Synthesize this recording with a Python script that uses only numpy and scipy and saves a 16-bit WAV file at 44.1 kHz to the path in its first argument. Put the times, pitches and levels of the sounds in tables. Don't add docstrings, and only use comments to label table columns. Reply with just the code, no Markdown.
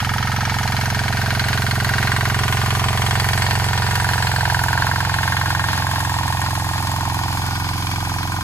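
import sys
import numpy as np
from scipy import signal
from scipy.fft import rfft, irfft, next_fast_len
from scipy.io import wavfile

SR = 44100
rng = np.random.default_rng(int(sys.argv[2]) if len(sys.argv) > 2 else 0)


def unload_wav(signal):
    wavfile.write(
        sys.argv[1],
        SR,
        np.round(np.clip(np.atleast_2d(signal).T, -1, 1) * 32767).astype(np.int16),
    )


N = 371763
STEP = 40
NEAREST_S, NEAREST_M, WALK_M_PER_S = 3.47, 2.67, 0.76
VIEWS_S = (.6, 2.2, 3.4, 4.8, 6.2, 7.8)
FINE_VIEWS_S = (.6, 1.4, 2.1, 2.8, 3.4, 4.0, 4.8, 6.2, 6.9, 7.8)

# time_s, cycles_per_s
ENGINE_SPEED = [(0.0, 22.417), (0.24, 22.138), (0.48, 22.409), (0.72, 22.178), (0.96, 22.314),
                (1.2, 22.367), (1.45, 22.212), (1.69, 22.15), (1.93, 22.089), (2.17, 22.075),
                (2.41, 22.165), (2.65, 22.157), (2.89, 22.386), (3.13, 22.225), (3.37, 22.599),
                (3.61, 22.415), (3.85, 22.425), (4.09, 22.31), (4.34, 21.86), (4.58, 21.652),
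                (4.82, 21.804), (5.06, 22.022), (5.3, 22.042), (5.54, 21.995), (5.78, 22.022),
                (6.02, 21.922), (6.26, 21.775), (6.5, 21.942), (6.74, 22.063), (6.98, 21.932),
                (7.23, 21.894), (7.47, 22.003), (7.71, 22.316), (7.95, 22.149), (8.19, 22.16),
                (8.43, 22.478)]
# pitch_hz, t60_s, signed amplitude at each of VIEWS_S
INTAKE_MODES = [(53.7, 0.11, 0.16, 0.17, 0.23, 0.17, 0.16, 0.21),
                (83.4, 0.17, 0.012, -0.025, -0.0037, 0.027, 0.046, 0.022),
                (154, 0.18, -0.018, -0.042, -0.012, 0.003, 0.02, 0.043),
                (180.5, 0.18, -0.01, 0.0098, -0.016, -0.029, -0.033, -0.044),
                (232.4, 0.11, 0.033, 0.0012, -0.0075, -0.005, 0.012, 0.022),
                (318.5, 0.16, -0.004, -0.002, -0.002, -0.016, -0.023, -0.033)]
EXHAUST_MODES = [(50.4, 0.17, 0.13, 0.11, 0.137, 0.088, 0.092, 0.14),
                 (88.2, 0.078, 0.216, 0.26, 0.26, 0.19, 0.21, 0.28),
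                 (129.7, 0.21, -0.14, -0.13, -0.14, -0.092, -0.094, -0.098),
                 (159.2, 0.065, -0.066, -0.1, -0.019, -0.042, -0.019, 0.0033),
                 (194.9, 0.058, -0.083, -0.084, -0.07, 0.012, 0.0073, 0.011),
                 (263, 0.107, -0.0051, -0.0032, 0.017, -0.016, -0.018, -0.034),
                 (283.4, 0.14, -0.011, -0.0045, -0.011, 0.0036, 0.0054, 0.0098),
                 (367.7, 0.12, 0.002, 0.025, 0.02, -0.0014, -0.0054, -0.0184),
                 (424.3, 0.16, -0.014, -0.024, -0.016, -0.0114, 0.001, 0.0019),
                 (485.5, 0.17, -0.002, 0.00018, 0.0135, 0.0086, 0.0025, 0.0036)]
# pitch_hz, t60_s, relative level_db at each of VIEWS_S
POP_MODES = [(638, 0.023, 6.5, 11, 7.6, 8, 5, 5), (790, 0.02, 3.5, 6.5, 3, 0, -10, -2),
             (875, 0.03, 10.5, -28, 8.7, 10, 8, 12.5), (973, 0.06, -6, 5, 4.8, 3, -4, 11.5)]
COVER_MODES = [(2106, 0.021, 13, 15, 9.5, 14, 6, -18), (2257, 0.057, 8, 3, 3.5, -4, 1, 6.5),
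               (2473, 0.061, 1.5, 3, 5, 2.5, 5, 5), (2830, 0.048, -3, 0, -1, -0.5, 1.5, -26),
               (3055, 0.031, 7.5, 1, 2, 3, -4, 1.5), (3328, 0.038, 6, 4.5, 7, 4, 9.5, 4.5),
               (3560, 0.071, -2, 3, -4, 2, 8, 4)]
SHROUD_MODES = [(3814, 0.044, 3, 13, -4, -1, 14, -16), (4150, 0.025, 10.5, 7.5, -9, 3.5, 9.5, 1.5),
                (4450, 0.076, -1, 5, -11, -1, -7, -2), (4560, 0.041, 8.5, -1, -2, -19, -9, -10),
                (4860, 0.022, 14, 4, -6, 1.5, 6, 5), (5070, 0.037, -9, -11, -1, 0, -10, 6)]
FIN_MODES = [(5836, 0.032, 3.5, 1.5, 2, 1, 3, 7.5), (7590, 0.016, -4.5, -8, -3, -4, 2, -0.5),
             (8040, 0.063, 1, 3.5, 6.5, -0.5, 4, 0)]
# pitch_hz, t60_s, relative level_db at each of FINE_VIEWS_S
CRANKCASE_MODES = [(697, 0.025, 9.5, 6, 11.5, 18.5, 23, 23.5, 27, 19, -17, -4),
                   (896, 0.052, -32, -30, -30, -23, -11, 1, 19.5, 14, -12, -31),
                   (957, 0.053, 3, 1.5, -1, 7, 11, 16.5, 18, 19.4, 13.5, 2.5),
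                   (1057, 0.073, -29, 1, 7, 12, 11, -12, 20, 20.7, 14.5, 9),
                   (1161.4, 0.075, -38, -3, 3, 10, -5, 13, -6, 9.7, 10, -2),
                   (1214, 0.16, -15, -12, -3, 9, 1, 0, -5, 8, 6, -1)]
CYLINDER_MODES = [(1272, 0.035, 21, 10, -29, -9, 9, -18, -26, -23, -18, -7),
                  (1462.5, 0.17, 7, 10, 16, 12, 4, 11, 8, -11, -4, 9),
                  (1570, 0.033, 12, 20.5, 26, 17, 15, 17, 15.5, -2.5, -7, 15),
                  (1644, 0.053, 8, 2, 8, -10, -13, 14, 9, -4, -0.5, -3),
                  (1725, 0.041, -2, -13, -7, 14, 21, 5.5, -1, -24, -28, -19),
                  (1835, 0.14, 5.5, 4, 1, 6, 13, 8, 3, -6, -3, 1.5),
                  (1895, 0.017, 0, 16, 29.5, 20, 24, -12, -30, -40, -43, -43)]
# position_cycles, level_db, scatter_db, rattle_s
POP_BLOWS = [(.525, 0, .7, .002), (.615, -12, 1, .002)]
KNOCK_BLOWS = [(.02, -6, .8, .001), (.042, 0, .8, .002)]
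REBOUND_BLOWS = [(.155, 0, 1, .003), (.26, -6, 1.5, .004)]
BRACKET_JOLTS = [(.06, 0, 1, .002), (.56, 0, 1, .002)]
VALVE_TICKS = [(0.021, 1.5, 4.5, 0.0049), (.13, -28, 1.9, 0.0055), (.51, -9, 5.1, 0.0032),
               (.805, 6.5, 3.3, 0.00094)]
# time_s, knock_delay_ms, pop_delay_ms
FIRING_DELAYS = [(0, -1.8, -.2), (.8, -1.3, 0), (1.4, -.3, -.1), (1.9, 0, 0), (2.4, .4, -1.2),
                 (3.3, .4, -1.3), (3.7, -1.2, -1.2), (4.1, -.8, -.7), (4.5, -.2, 0), (5.7, -.4, -.1),
                 (6.2, -.3, 0), (7.5, -.35, -.1), (8.43, -.4, -.2)]
# time_s, gain_db
REBOUND_LEVELS = [(0, -5.5), (.8, -2.5), (1.4, -1), (2.0, -6), (2.5, -2.5), (3.3, -7), (3.9, -7),
                  (4.8, -11), (5.6, -6.5), (6.5, -24), (7.5, -1.5), (8.43, -10)]
# time_s, pop_db, crankcase_db, cylinder_db
LOW_FACING = [(0, -29, -20.5, -24.5), (1.2, -27, -20, -26.5), (2.2, -30.5, -21, -33),
              (2.9, -28, -25.5, -33.5), (3.6, -31.5, -28, -28.5), (4.3, -29, -32, -24),
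              (5.0, -30, -33.5, -19), (5.6, -28, -31, -12), (6.4, -26, -32, -10.5), (7.2, -28, -22, -17),
              (7.8, -33.5, -20.5, -29), (8.43, -30.5, -19, -24)]
# time_s, covers_db, valves_db, shroud_db
BRIGHT_FACING = [(0, 3.5, -2, -7), (.7, 2, -2, -5.5), (1.4, 0, -2, -2.5), (2.3, 3, -1.5, -4.5),
                 (2.9, 4.5, -2, 1), (3.35, 3, 0.5, 9.5), (3.7, 3.5, -2, 6.5), (4.3, 4, -1, 8),
                 (4.8, 2, -2.5, 3.5), (5.3, 7, -1.5, 0), (6.0, 4.5, -1.5, -5), (6.7, 3.5, 0, -2.5),
                 (7.7, 7, 0.5, 2.5), (8.43, 6, 0, 1.5)]
# time_s, level_db
BRACKET_LEVELS = [(0, -48), (2.0, -46), (2.8, -48), (3.3, -38), (4.0, -42), (4.6, -41.5), (5.1, -35),
                  (5.4, -40), (6.3, -38.5), (6.7, -38), (7.1, -35), (7.5, -38), (8.43, -42)]
# frequency_hz, ahead_db, behind_db
RUSH_SPECTRUM = [(99, -16, -6), (145, -12, -15), (230, -6.5, -9), (333, -14, -15.5), (467, -15, -19.5),
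                 (600, -11, -17), (805, -7, -10), (1280, -7, -11), (2040, -6, -14), (2440, -10, -14),
                 (2800, -9, -15), (3240, -13, -14.5), (3980, -12, -14), (4500, -11, -13.5),
                 (4800, -10.5, -11.5), (5200, -14, -16), (7050, -23, -28.5), (9000, -56, -37)]
# frequency_hz, level_db
HISS_SPECTRUM = [(5000, 1.5), (6500, 4), (8200, -1.5), (9500, 3), (11000, 3.5), (12500, 0.5), (14000, 3),
                 (15900, -41)]
# peak_s, level_db
GUSTS = [(.13, -38), (5.13, -41)]


def from_db(db):
    return 10 ** (np.asarray(db) / 20)


def rms_one(x):
    return x / np.sqrt(np.mean(x ** 2) + 1e-20)


def in_time(rows):
    times_s, *columns = np.transpose(rows)
    return [np.interp(np.arange(N) / SR, times_s, column) for column in columns]


def swell(peak_s, half_s):
    return np.exp(-((np.arange(N) / SR - peak_s) / half_s) ** 2)


def slow_drift(rate_hz):
    pole = np.exp(-2 * np.pi * STEP * rate_hz / SR)
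    wander = signal.lfilter([1], [1, -2 * pole, pole * pole], rng.standard_normal(N // STEP + 2002))
    return rms_one(wander[2000:])


def drift(rate_hz):
    slow = slow_drift(rate_hz)
    return np.interp(np.arange(N) / STEP, np.arange(len(slow)), slow)


def late(x, ms):
    return np.interp(np.arange(N) - ms * SR / 1000, np.arange(N), x)


def ports(x, apart):
    return np.array([[1, apart], [1, -apart]]) @ x


def ring(clicks, hz, t60_s):
    pole, angle = from_db(-60 / (t60_s * SR)), 2 * np.pi * hz / SR
    return signal.lfilter([0, np.sin(angle)], [1, -2 * pole * np.cos(angle), pole ** 2], clicks + 1e-18)


def coloured(x, hz, db):
    size = next_fast_len(N)
    bins_hz = np.arange(size // 2 + 1) * SR / size
    gain = from_db(np.interp(np.log(bins_hz + 1), np.log(hz), db, left=-90, right=-90))
    return rms_one(irfft(rfft(x, size) * gain, size)[..., :N])


def train(cycle, position, heights, jitter_s=0.):
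    passes = np.arange(int(cycle[-1]) + 1) + position
    at = np.interp(passes, cycle, np.arange(N), right=N + SR)
    at += SR * jitter_s * rng.standard_normal(len(passes))
    heard = at < N
    clicks = np.zeros(N)
    clicks[np.clip(at[heard], 0, N - 1).astype(int)] = heights[heard]
    return clicks


def contacts(cycle, blows, jitter_s):
    clicks, rattle = 0, 0
    for position, db, scatter_db, rattle_s in blows:
        heights = from_db(db + scatter_db * rng.standard_normal(int(cycle[-1]) + 1))
        hits = train(cycle, position, heights, jitter_s)
        clicks += hits
        rattle += signal.lfilter([1], [1, -np.exp(-1 / (rattle_s * SR))], hits + 1e-18)
    return np.array([clicks, rattle])


def struck(modes, blows, rattle, shake, apart, views_s=VIEWS_S, wander_db=1.3):
    clicks, envelope = blows
    noise = rng.standard_normal((2, N)) * (rattle * envelope + shake)
    tone = 0
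    for k, (hz, t60_s, *views_db) in enumerate(modes):
        shared, opposed = clicks + noise[0], noise[1] - clicks * (-1) ** k
        wander = wander_db * slow_drift(rate_hz=.63)
        level_db = np.interp(np.arange(len(wander)) * STEP / SR, views_s, views_db) + wander
        tone += np.repeat(from_db(level_db), STEP)[:N] * ring(np.array([shared, opposed]), hz, t60_s)
    band_hz = [1.036 * modes[0][0], .9616 * modes[-1][0]]
    tone = signal.sosfilt(signal.butter(3, band_hz, "band", fs=SR, output="sos"), tone)
    return ports(tone / np.sqrt(np.mean(tone[0] ** 2)), apart)


def silencer(cycle, intake_at=.1818, blow_down_at=.418):
    uneven = from_db(.22 * rng.standard_normal((2, int(cycle[-1]) + 1)))
    tone, seconds = 0, np.arange(N) / SR
    for modes, position, heights in zip((INTAKE_MODES, EXHAUST_MODES), (intake_at, blow_down_at), uneven):
        pushes = train(cycle, position, heights)
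        for hz, t60_s, *amplitudes in modes:
            tone += ring(np.interp(seconds, VIEWS_S, amplitudes) * pushes, hz, t60_s)
    return signal.sosfiltfilt(signal.butter(4, 32, "high", fs=SR, output="sos"), tone)


def combustion(cycle, turned):
    first = contacts(cycle, KNOCK_BLOWS, jitter_s=1e-5)
    rebounds = from_db(in_time(REBOUND_LEVELS)[0]) * contacts(cycle, REBOUND_BLOWS, jitter_s=2e-5)
    scatter_db = 1.6 * rng.standard_normal(int(cycle[-1]) + 2)
    crack_db = scatter_db[(cycle + .25).astype(int)] - 5 * turned
    return first + rebounds, from_db(crack_db) * (first + from_db(-7) * rebounds)


def air_and_mud(crack_rattle, turned):
    noise = rng.standard_normal((2, N)) * (1 + .5 * crack_rattle) * from_db(1.03 * drift(rate_hz=11))
    hz, ahead_db, behind_db = np.transpose(RUSH_SPECTRUM)
    rush = (1 - turned) * coloured(noise, hz, ahead_db) + turned * coloured(noise, hz, behind_db)
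    return ports(rush, apart=.43)


def valves_and_fan(cycle, spatters_per_s=600):
    ticks = [(at, db, min(scatter_db, 3), rattle_s) for at, db, scatter_db, rattle_s in VALVE_TICKS]
    _, rattle = contacts(cycle, ticks, jitter_s=.00098)
    drops = rng.random((2, N)) < spatters_per_s / SR
    spatter = drops * from_db(4 * np.minimum(rng.exponential(1, (2, N)), 4))
    hiss = rng.standard_normal((2, N)) * (1 + rattle + .17 * spatter) * from_db(.84 * drift(rate_hz=6.3))
    return ports(coloured(hiss, *np.transpose(HISS_SPECTRUM)), apart=.33)


def bracket(cycle, hz=963, t60_s=.16, shake=.004):
    jolts, _ = contacts(cycle, BRACKET_JOLTS, jitter_s=1e-5)
    tone = ring(jolts + shake * rng.standard_normal(N), hz, t60_s)
    return from_db(in_time(BRACKET_LEVELS)[0]) * rms_one(ring(tone, hz, t60_s / 4))


def exhaust_pop(cycle):
    blows = contacts(cycle, POP_BLOWS, jitter_s=4e-5)
    return struck(POP_MODES, blows, rattle=.003, shake=.001, apart=.21)


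def wind(breeze_db=-51, band_hz=(40, 69.6)):
    level = from_db(breeze_db) + sum(from_db(db) * swell(peak_s, half_s=.06) for peak_s, db in GUSTS)
    band = signal.butter(2, band_hz, "band", fs=SR, output="sos")
    rumble = signal.sosfilt(band, rng.standard_normal((2, N)))
    return level * ports(rms_one(rumble), apart=.4)


def far_whine(hz=4970, t60_s=.04):
    tone = ring(ring(rng.standard_normal(N), hz, t60_s), hz, t60_s)
    return rms_one(tone) * swell(peak_s=7.5, half_s=.33)


def scene():
    seconds = np.arange(N) / SR
    along_m = WALK_M_PER_S * (seconds - NEAREST_S)
    distance_m = np.hypot(along_m, NEAREST_M)
    rear = along_m / distance_m
    turned = np.clip(rear / .46, 0, 1)
    cycle = np.cumsum(in_time(ENGINE_SPEED)[0]) / SR - .057
    pop_db, crankcase_db, cylinder_db = in_time(LOW_FACING)
    covers_db, valves_db, shroud_db = in_time(BRIGHT_FACING)
    knock_ms, pop_ms = in_time(FIRING_DELAYS)
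    knock, crack = combustion(late(cycle, knock_ms), turned)

    low = from_db([[.95], [1.15]]) * silencer(cycle)
    low += from_db(pop_db) * exhaust_pop(late(cycle, pop_ms))
    crankcase = struck(CRANKCASE_MODES, knock, rattle=.005, shake=.0012, apart=.21, views_s=FINE_VIEWS_S)
    cylinder = struck(CYLINDER_MODES, knock, rattle=.008, shake=.002, apart=.088, views_s=FINE_VIEWS_S)
    low += from_db(crankcase_db) * crankcase + from_db(cylinder_db) * cylinder + bracket(cycle)
    low *= from_db([[-1.35], [1.35]])

    covers = struck(COVER_MODES, crack, rattle=.05, shake=.008, apart=.37)
    covers[1] = late(covers[1], ms=.074)
    shroud = struck(SHROUD_MODES, crack, rattle=.08, shake=.012, apart=.98)
    middle = from_db(covers_db - 35) * covers + from_db(shroud_db - 37.5) * shroud
    middle += from_db(.5 * rear - 28) * air_and_mud(crack[1], turned)

    treble = from_db(valves_db - 33.5) * valves_and_fan(cycle)
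    treble += from_db(-37) * struck(FIN_MODES, crack, rattle=.3, shake=.06, apart=.12)

    bend_samples = round(.000302 * SR)
    right_lag_ms = .011 + .016 * seconds
    left = low[0] + middle[0] + np.roll(treble[0], bend_samples)
    right = late(low[1] + middle[1], right_lag_ms) + treble[1]
    return NEAREST_M / distance_m * np.array([left, right]) + from_db(-46) * far_whine() + wind()


def record(dry):
    return signal.sosfilt(signal.cheby2(20, 60, 15850, fs=SR, output="sos"), dry)


dry = scene()
out = record(dry)
unload_wav(out)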